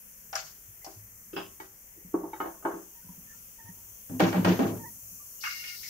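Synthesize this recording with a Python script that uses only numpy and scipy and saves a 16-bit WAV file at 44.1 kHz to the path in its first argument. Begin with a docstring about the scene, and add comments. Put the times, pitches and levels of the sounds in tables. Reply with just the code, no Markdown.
"""Throughout, a fine high sizzle: a pot of gravy simmers under its glass lid in a small hard kitchen.
Ticks, knocks, clacks, faint low bumps and door thuds ring as decaying modes with a diffuse room tail.
Hollow notes swell under thuds and some knocks, something loose rattles, wavering tones squeak to the right.
At the end a tap runs into a steel sink: noise as spray to the left, narrow bands as drumming.
The microphone is a phone's two ports, left and right; low house murmur and a hum lie behind it all."""
import sys
import numpy as np
from scipy import signal
from scipy.fft import rfft, irfft
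from scipy.io import wavfile
from scipy.ndimage import uniform_filter1d

SR = 44100
rng = np.random.default_rng(int(sys.argv[2]) if len(sys.argv) > 2 else 0)


def unload_audio(sound):
    """Save the sound as a 16-bit wav file, at the path given as the first command line argument."""
    columns = np.transpose(np.atleast_2d(sound))
    # keep every value between -1 and 1, then stretch to whole-number steps
    steps = np.round(np.clip(columns, -1, 1) * 32767)
    wavfile.write(sys.argv[1], SR, steps.astype(np.int16))


N = 259872

# The sizzle's level over time: (time [s], level [dB])
SIZZLE_LEVEL = [(0.0, -49.5), (2.21, -51), (5.89, -43.5)]
# The sizzle's spectrum, relative: (frequency [Hz], density [dB per Hz])
SIZZLE_SPECTRUM = [(5100, -19), (5900, -5.5), (6400, -3.5), (8500, -11), (10300, -5), (11200, -8.5),
                   (12600, -1.5), (14300, -0.5), (17000, -7)]
# Where the sizzle lies between the ports: (frequency [Hz], left minus right [dB])
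SIZZLE_PAN = [(4400, 17), (8120, -0.5), (15000, 5)]

# Edges of the seven bands in which blows and room are described: (frequency [Hz], ...)
BAND_EDGES_HZ = (80, 140, 250, 500, 1100, 1780, 4200, 6900)
# Blows of each thing: (time [s], strength [dB], lift of the upper bands [dB],
# hardness: tilt of the upper bands [dB per octave to the power of the bend])
TICKS = [(0.329, -31.5, 5, -3.5), (0.354, -30.5, 9.5, 3), (0.845, -41, -7.5, 11), (0.864, -37, -17, 9.5)]
KNOCKS = [(0.871, -44, 3, 3), (1.331, -32, -17.5, 9), (1.364, -26, -0.5, 4), (1.962, -49, -40, -3),
          (2.131, -47, -4, -19), (2.141, -18.5, -2, -13.5), (2.234, -35.5, 6, -28), (2.246, -38.5, 4, -25),
          (2.402, -29, 10.5, 1.5), (2.456, -34.5, 7, -3), (2.625, -50.5, 10.5, 1.5), (2.64, -40, 1, -15),
          (2.651, -23, 7.5, -0.5), (2.737, -29, -2, -1)]
THUDS = [(4.094, -20.5, -7.5, -2), (4.196, -14.5, 1, 2), (4.201, -8, 1, 1.5), (4.326, -18, 0, 1.5),
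         (4.343, -14, -2, 0.5), (4.386, -9.5, -13, -13), (4.446, -9.5, 1.5, 2), (4.59, -10.5, 1.5, 0),
         (4.648, -16.5, -0.5, -2.5), (4.7, -23, -2.5, -3.5)]
SPLASHES = [(5.422, -50, -14, 1), (5.436, -23, -0.5, -1.5), (5.638, -44.5, 16, -15.5),
            (5.83, -58.5, 24.5, 3)]
BUMPS = [(0.677, -44, -34, -2), (0.961, -42, -29, 1), (2.048, -57, 6.5, 0), (3.045, -58, 4.5, -2),
         (3.091, -56, 5.5, 4.5), (3.178, -55, 5.5, -5.5), (3.639, -43.5, -28, 15.5), (3.69, -58.5, 8, -5),
         (4.959, -64.5, 3.5, -30.5), (5.118, -62, 4, 1)]
CLACKS = [(1.6, -34, 2.2, 2.5), (2.332, -35.5, 9.9, -1.5)]
# What each struck thing rings with: (frequency [Hz], relative level [dB], t60 [s])
TICK_MODES = [(638, -12.5, 0.29), (705, -1.5, 0.13), (778, -2, 0.19), (1400, -11, 0.23),
              (2500, -20.5, 0.061), (5020, -7, 0.078), (5580, 10, 0.014)]
BOARD_MODES = [(182, 1, 0.32), (302.2, -2.5, 0.25), (335, 2.5, 0.26), (393.2, -2.5, 0.3), (670, -12, 0.28),
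               (802.7, -5, 0.22), (903, -2, 0.15), (1093.7, -14.5, 0.38), (1257, 1.5, 0.15),
               (1470, -5, 0.16), (1570, -7, 0.19), (2206, -1, 0.23), (2660, -4.5, 0.14), (2970, -3, 0.2)]
DOOR_MODES = [(106.7, 6.5, 0.61), (182.4, 4.5, 0.3), (258, -8.5, 0.38), (282.9, 2, 0.16), (334.4, -4, 0.38),
              (437, -14, 0.22), (544, -16, 0.15), (605.6, -5, 0.21), (668, -9, 0.38), (780.3, -7, 0.28),
              (1310, -27, 0.16), (1882, -8.5, 0.26), (2300, -13.5, 0.36)]
SINK_MODES = [(850, 21, 0.14), (1210, -17, 0.15), (1438, -6.5, 0.31), (1837, -5, 0.26), (2146, 0.5, 0.34),
              (2255, 2, 0.22), (2540, 0.5, 0.18), (2800, -6, 0.41)]
BUMP_MODES = [(102.8, 2, 0.35), (178.4, 5, 0.12), (250.3, -2.5, 0.22)]
CLACK_MODES = [(322, 5, 0.14), (372.4, -1, 0.29), (816, -9.5, 0.34), (882, 7.5, 0.075), (1366, -9, 0.17),
               (1930, -3, 0.22), (2220, 3, 0.074), (3070, -4.5, 0.13), (3710, -7.5, .2)]
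# The next five tables run in the order: ticks, knocks, thuds, splashes, bumps, clacks.
# How each lands: (modes [dB], build-up of a mode [cycles], crack [dB], tail [dB], build-up of the tail [s])
LANDINGS = [(-3, 0.66, -1, -5, 0.0051), (-3.5, 0.54, -4, -1.5, 0.0057), (-7.5, 6.1, -5.5, -1.5, 0.034),
            (-13.5, 1.7, -4, -1, 0.015), (-1.5, 0.61, -15, -6, 0.0075), (-2, 1.5, -6, -6, 0.01)]
# Usual share of each of the seven bands: (share [dB], ...)
COLOURS = [(-52, -46, -49, -1.5, -7, -7, -10), (-64, -18, -4, -6, -12.5, -28, -69),
           (-14, -6, -0.5, -6, -14, -15.5, -32), (-57, -59, -48, -27, -1, -4.5, -8.5),
           (-3.5, 9, -2, -6, -46, -27, -60), (-44, -13, -7.5, -8.5, -9, -17, -26)]
# Where the upper bands of each thing begin: (frequency [Hz], ...)
UPPER_FROM_HZ = (1100, 500, 250, 1780, 140, 500)
# Place of each thing between the ports: (left minus right [dB], ...)
PLACES_DB = (3.8, 0.21, 0.79, 2.3, 0.27, .4)
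# How the tilt bends towards the highest bands, above 1 steeper, below 1 gentler: (exponent on octaves [-], ...)
BENDS = (0.87, 1.73, 1.33, 0.91, 0.87, 1.2)
# The kitchen in each band: (reverberation t60 [s], diffuse tail [dB], likeness of the two ports [0-1])
KITCHEN = [(0.47, -11.5, 0.91), (0.54, -12, 0.8), (0.33, -9, 0.6), (0.34, -8.5, 0.07), (0.32, -7.5, 0),
           (0.33, -6, 0), (0.48, -6, 0)]
# Band of the very short snap: (lower edge [Hz], upper edge [Hz])
SNAP_BAND_HZ = (6900, 15500)

# Hollow notes that swell under door thuds and some knocks:
# (time [s], frequency [Hz], peak level [dB], time to the peak [s])
BOOMS = [(4.097, 255.3, -31, 0.053), (2.139, 311, -24.5, 0.016), (2.232, 311, -34, 0.016),
         (2.65, 895, -25.5, 0.014), (4.206, 181.8, -14.5, 0.032), (4.2, 794, -20, 0.009),
         (4.203, 301, -18.5, 0.0074), (4.338, 800, -30, 0.014), (4.36, 181.5, -21.5, 0.025),
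         (4.45, 181.8, -15.5, 0.0495), (4.489, 331, -25.5, 0.02), (4.59, 261, -18.5, 0.014),
         (4.619, 199.6, -22.5, 0.028)]
# Onsets of the loose buzz: (time [s], level [dB], t60 [s])
RATTLES = [(1.329, -52, 0.47), (1.36, -34, 0.3)]
# Resonances of the loose thing: (frequency [Hz], width [Hz], relative level [dB])
RATTLE_PEAKS = [(2710, 100, 3), (3080, 850, 1), (5040, 330, -4)]
# Squeaks, hinge tones and last a short high squeak just before the tap:
# (time [s], length before the fade [s], mean pitch [Hz], level before trembling [dB],
# octave against the fundamental before it wavers [dB])
SQUEAKS = [(0.814, 0.026, 2050, -58, -24), (2.946, 0.046, 936, -66.5, -7), (3.018, 0.011, 1480, -65, -27),
           (3.043, 0.006, 1010, -64, -25), (3.084, 0.0068, 960, -51.5, -21.5),
           (3.266, 0.063, 1810, -61, -26), (3.328, 0.068, 1400, -69, -13), (3.339, 0.03, 942, -70, -17),
           (3.581, 0.12, 923, -60.5, -1), (3.776, 0.008, 926, -62, -20), (4.786, 0.096, 928, -51.5, -6),
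           (4.982, 0.023, 940, -66, -21), (5.195, 0.016, 1136, -62, -15), (5.364, 0.057, 2860, -63.5, -21)]
# The running tap: (time [s], spray before flicker and panning [dB], drumming on the sink [dB])
TAP = [(5.4, -64, -54), (5.413, -43, -78), (5.441, -44.5, -37.5), (5.55, -47.5, -40.5), (5.65, -44.5, -43),
       (5.75, -43.5, -44.5), (5.8, -44.5, -63), (5.89, -44, -59)]
# One trapped bubble: (time [s], first pitch [Hz], last pitch [Hz], length [s], peak level [dB])
BUBBLE = (5.83, 2280, 1990, .055, -46)
# Spectrum of the murmur, relative: (frequency [Hz], density before flicker [dB per Hz])
MURMUR_SPECTRUM = [(20, 2), (35, 6), (60, 10.5), (98, -8.5), (180, 4.5), (295, -9.5), (526, -3), (650, -10),
                   (2500, -9), (3300, -10.5), (4300, -66), (6000, -33)]

SNAP_DB = -14  # against the top band's share
BOOM_SHARPNESS, BOOM_CHOKE = 0.45, 2.6  # exponents of the late swell
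BOOM_LEAD_CYCLES = 0.045  # lead of the left port
RATTLE_RISE_S = 0.0069
SPRAY_HZ, SPRAY_WIDTH_HZ = 4850, 2130
MURMUR_DB, HUM_HZ, HUM_DB = -61, 105.6, -70  # hum level is before it wavers
PORT_DIP_HZ, PORT_DIP_WIDTH_HZ, PORT_DIP_SHARE = 3960, 1870, 0.59
TOP_HZ = 15720


def simmer():
    """Countless tiny bubbles under the lid merge to a high sizzle that eases slightly, then slowly grows."""
    s, db = np.transpose(SIZZLE_LEVEL)
    colour_hz, colour_db = np.transpose(SIZZLE_SPECTRUM)
    flat = [(colour_hz[0], 0), (colour_hz[-1], 0)]
    sizzle = coloured(flat, lambda hz: 0.05, flicker_db=1.1, rate=14)
    pan_hz, pan_db = np.transpose(SIZZLE_PAN)
    pitch = np.log(np.fft.rfftfreq(N, 1 / SR) + 1)
    sides = pan(np.interp(pitch, np.log(pan_hz), pan_db))
    colour = undb(np.interp(pitch, np.log(colour_hz), colour_db))
    sizzle = irfft(rfft(sizzle) * sides * colour, N)
    return level(sizzle, 0) * undb(np.interp(np.arange(N) / SR, s, db))


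def spread(events, colour_db, upper_hz, pan_db, bend):
    """Share each blow over the bands: the thing's colour, lifted and tilted above by where and how hard it is hit."""
    octaves = np.log2(np.array(BAND_EDGES_HZ[:-1]) / upper_hz)
    hits = []
    for start, db, upper_db, tilt_db in events:
        lift_db = (octaves >= 0) * (upper_db + tilt_db * abs(octaves) ** bend)
        hits.append((start, db, *(np.array(colour_db) + lift_db), pan_db))
    return hits


def struck(events, modes, landing, scatter_db=2.5, apart_hz=650, detune=0.008, loose=0.6):
    """Each blow rings the modes by their band's share; size, phase and tuning vary from blow to blow."""
    ring_db, cycles, *_ = landing
    out, age = np.zeros((2, N)), np.arange(SR // 2) / SR
    for hz, db, t60 in modes:
        spin = np.exp(2j * np.pi * hz * age - np.log(1000) * age / t60)
        swell = ((1 - np.exp(-age * hz / cycles)) * spin)[:int(min(t60, 1) * SR)]
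        mode_band = np.searchsorted(BAND_EDGES_HZ, hz) - 1
        chances = rng.standard_normal((len(events), 4))
        for (start, blow_db, *share_db, pan_db), (phase, skew, scatter, off) in zip(events, chances):
            drift = np.exp(2j * np.pi * hz * detune * off * age[:len(swell)])
            size = undb(blow_db + share_db[mode_band] + db + ring_db + scatter_db * scatter)
            # the higher the mode, the more its phase differs between the ports, up to a limit
            turn = loose * phase + min(hz / apart_hz, 2) * skew * np.array([0.5, -0.5])
            ports = size * pan(pan_db) * np.exp(1j * turn)
            add(out, start, np.outer(ports, swell * drift).imag)
    return out


def echoes(kinds, crack_s=0.003, lumps_db=2.2, lumps_per_s=75):
    """A short crack, then the walls fill in a lumpy diffuse tail that dies band by band."""
    out, age = 0, np.arange(SR) / SR
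    crack = age / crack_s * np.exp(1 - age / crack_s)
    for k, (t60, band_db, like) in enumerate(KITCHEN):
        power = np.zeros((2, N))
        for events, _, (_, _, crack_db, tail_db, build_s) in kinds:
            tail = (1 - np.exp(-age / build_s)) ** 2 * np.exp(-2 * np.log(1000) * age / t60)
            shape = undb(tail_db) ** 2 * tail + undb(crack_db) ** 2 * crack
            shape = shape[:int(min(t60, 1) * SR)]
            for start, blow_db, *share_db, pan_db in events:
                gain = undb(blow_db + share_db[k] + band_db) * pan(pan_db)
                add(power, start, np.outer(gain ** 2, shape))
        lo, hi = BAND_EDGES_HZ[k], BAND_EDGES_HZ[k + 1]
        noise = np.sqrt(power) * undb(lumps_db * walk(lumps_per_s)) * pair(like)
        # make up for the power lost by cutting the noise to one band
        out = out + np.sqrt(SR / 4 / (hi - lo)) * band(noise, lo, hi, order=3)
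    return out


def snaps(events, snap_s=0.0035):
    """A very short burst of noise in the top octave, as strong as each blow's highest band asks."""
    power, age = np.zeros((2, N)), np.arange(SR // 20) / SR
    shape = age / snap_s * np.exp(1 - age / snap_s)
    for start, blow_db, *share_db, pan_db in events:
        gain = undb(blow_db + share_db[-1] + SNAP_DB) * pan(pan_db)
        add(power, start, np.outer(gain ** 2, shape))
    return band(np.sqrt(power) * pair(0.1), *SNAP_BAND_HZ)


def blows():
    """All struck things: ringing modes, crack and room tail, with snaps on ticks, thuds and splashes."""
    events = (TICKS, KNOCKS, THUDS, SPLASHES, BUMPS, CLACKS)
    modes = (TICK_MODES, BOARD_MODES, DOOR_MODES, SINK_MODES, BUMP_MODES, CLACK_MODES)
    hits = list(map(spread, events, COLOURS, UPPER_FROM_HZ, PLACES_DB, BENDS))
    kinds = list(zip(hits, modes, LANDINGS))
    ticks, _, thuds, splashes, *_ = hits
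    ringing = sum(struck(*kind) for kind in kinds)
    return ringing + echoes(kinds) + snaps(ticks + thuds + splashes)


def booms():
    """Hollow notes under door thuds and some knocks: sines that swell late and are soon choked."""
    out, age = np.zeros((2, N)), np.arange(SR // 4) / SR
    lead = BOOM_LEAD_CYCLES * np.array([[0.5], [-0.5]])
    for (start, hz, db, peak_s), turn in zip(BOOMS, rng.random((len(BOOMS), 1))):
        late = (age / peak_s) ** BOOM_CHOKE
        swell = (late * np.exp(1 - late)) ** BOOM_SHARPNESS
        add(out, start, undb(db) * swell * np.sin(2 * np.pi * (hz * age + turn + lead)))
    return out


def rattle():
    """Something loose buzzes around a knock and on after it: dense uneven clicks in a few high resonances."""
    power, age = np.zeros((2, N)), np.arange(SR // 2) / SR
    for start, db, t60 in RATTLES:
        swell = undb(db - 60 * age / t60) * np.clip(age / RATTLE_RISE_S, 0, 1)
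        add(power, start, np.ones((2, 1)) * swell ** 2)
    clicks = pair(0.3) * undb(3.5 * rng.exponential(size=N))
    buzz = sum(undb(db) * band(clicks, hz - width / 2, hz + width / 2) for hz, width, db in RATTLE_PEAKS)
    return np.sqrt(power) * level(buzz, 0)


def squeaks():
    """Squeaks: a rough wavering tone with its octave, trembling in level, with a short fade."""
    out, age = np.zeros((2, N)), np.arange(SR // 2) / SR
    waver = 1 + 0.005 * walk(30) + 0.025 * walk(250)
    tremble = undb(6.5 * np.minimum(walk(50), 0.4))
    broken = undb(5 * np.minimum(walk(35), 0.5))  # the octave comes and goes on its own
    for start, length, hz, db, octave_db in SQUEAKS:
        first = int(start * SR)
        swell = np.clip(age / 0.01, 0, 1) * np.exp(-np.clip(age - length, 0, 1) / 0.019)
        phase = 2 * np.pi * np.cumsum(hz * waver[first:][:len(age)]) / SR
        octave = undb(octave_db) * broken[first:][:len(age)] * np.sin(2 * phase)
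        add(out, start, np.outer(pan(-14.0), undb(db) * swell * (np.sin(phase) + octave)))
    return out * tremble


def tap():
    """Dense droplets hiss as spray and keep the sink's modes trembling; a trapped bubble rasps and sinks in pitch."""
    s, spray_db, drum_db = np.transpose(TAP)
    first = int(s[0] * SR)
    t = np.arange(first, N) / SR
    drops = rng.standard_normal((2, SR)) * undb(1.8 * rng.exponential(size=(2, SR)))
    drops = drops[:, :len(t)]
    spray = band(drops, SPRAY_HZ - SPRAY_WIDTH_HZ / 2, SPRAY_HZ + SPRAY_WIDTH_HZ / 2, order=3)
    spray = level(spray, 0) * undb(2.2 * walk(30)[first:])
    spray = spray * undb(np.interp(t, s, spray_db)) * pan(10.7)[:, None]
    # the water damps the steel, so its modes smear into narrow bands; the longer one rings, the more it builds up
    drum = 0
    for hz, db, t60 in SINK_MODES:
        if hz > 1300:
            trembling = undb(db + 3.5 * walk(35)[first:])
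            drum = drum + trembling * band(drops, 0.985 * hz, 1.015 * hz) * t60 ** 2
    drum = level(drum, 0) * undb(np.interp(t, s, drum_db))
    out = np.zeros((2, N))
    add(out, s[0], spray + drum)
    start, from_hz, to_hz, length, db = BUBBLE
    age = np.arange(int(length * SR)) / SR
    phase = 2 * np.pi * np.cumsum(from_hz + (to_hz - from_hz) * age / length) / SR
    rasp = np.sin(phase + 1.5 * walk(300)[:len(age)])
    add(out, start, undb(db) * np.sin(np.pi * age / length) * rasp * np.ones((2, 1)))
    return out


def air():
    """Burner rumble and the murmur of the house, with a wavering hum; the bass is most alike at both ports."""
    murmur = coloured(MURMUR_SPECTRUM, lambda hz: 1 - hz / 450 - 6 / hz, flicker_db=2.0, rate=4.765)
    hum = level(band(rng.standard_normal(N), HUM_HZ - 5, HUM_HZ + 5), HUM_DB)
    return level(murmur, MURMUR_DB) + hum * undb(3.5 * walk(5))


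def coloured(table, like, flicker_db, rate):
    """Third-octave noise bands that follow a spectrum, each flickering on its own."""
    hz, db = np.transpose(table)
    out = 0
    for f in hz[0] * 2 ** np.arange(0, np.log2(hz[-1] / hz[0]), 1 / 3):
        gain_db = np.interp(np.log(f), np.log(hz), db) + flicker_db * walk(rate)
        out = out + undb(gain_db) * band(pair(like(f)), f / 2 ** (1 / 6), f * 2 ** (1 / 6))
    return out


def pair(like):
    """Noise of power 2 at both ports, alike by the given correlation."""
    like = np.clip(like, 0, 1)
    mid, side = rng.standard_normal((2, N))
    return np.sqrt(1 + like) * mid + np.sqrt(1 - like) * side * np.array([[1], [-1]])


def walk(rate):
    """Random levels held 1 / rate s and slewed twice; spread near 1."""
    k = int(SR / rate)
    held = rng.standard_normal(size=4000)[np.arange(N) // k]
    return 1.3 * uniform_filter1d(uniform_filter1d(held, k), k)


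def band(x, lo_hz, hi_hz, order=2):
    """Band-pass."""
    return signal.sosfilt(signal.butter(order, [lo_hz, hi_hz], "bandpass", fs=SR, output="sos"), x)


def undb(db):
    """Decibels to gain."""
    return 10 ** (np.asarray(db) / 20)


def level(x, db):
    """Scale to an rms level."""
    return x * undb(db) / np.sqrt(np.mean(x ** 2))


def pan(db):
    """Gains of the two ports for a left-minus-right difference."""
    return undb(np.array([db, -db]) / 2)


def add(out, start, sound):
    """Mix a sound in at a time in s."""
    i = int(start * SR)
    out[:, i:i + sound.shape[1]] += sound[:, :N - i]


def scene():
    """All sources at the two ports."""
    return simmer() + blows() + booms() + rattle() + squeaks() + tap() + air()


def record(dry):
    """The microphone ports have a dip in the low treble; the phone cuts the top steeply."""
    dip = band(dry, PORT_DIP_HZ - PORT_DIP_WIDTH_HZ / 2, PORT_DIP_HZ + PORT_DIP_WIDTH_HZ / 2, order=1)
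    heard = dry - PORT_DIP_SHARE * dip
    return signal.sosfilt(signal.ellip(12, 0.5, 60, TOP_HZ, fs=SR, output="sos"), heard)


dry = scene()
out = record(dry)
unload_audio(out)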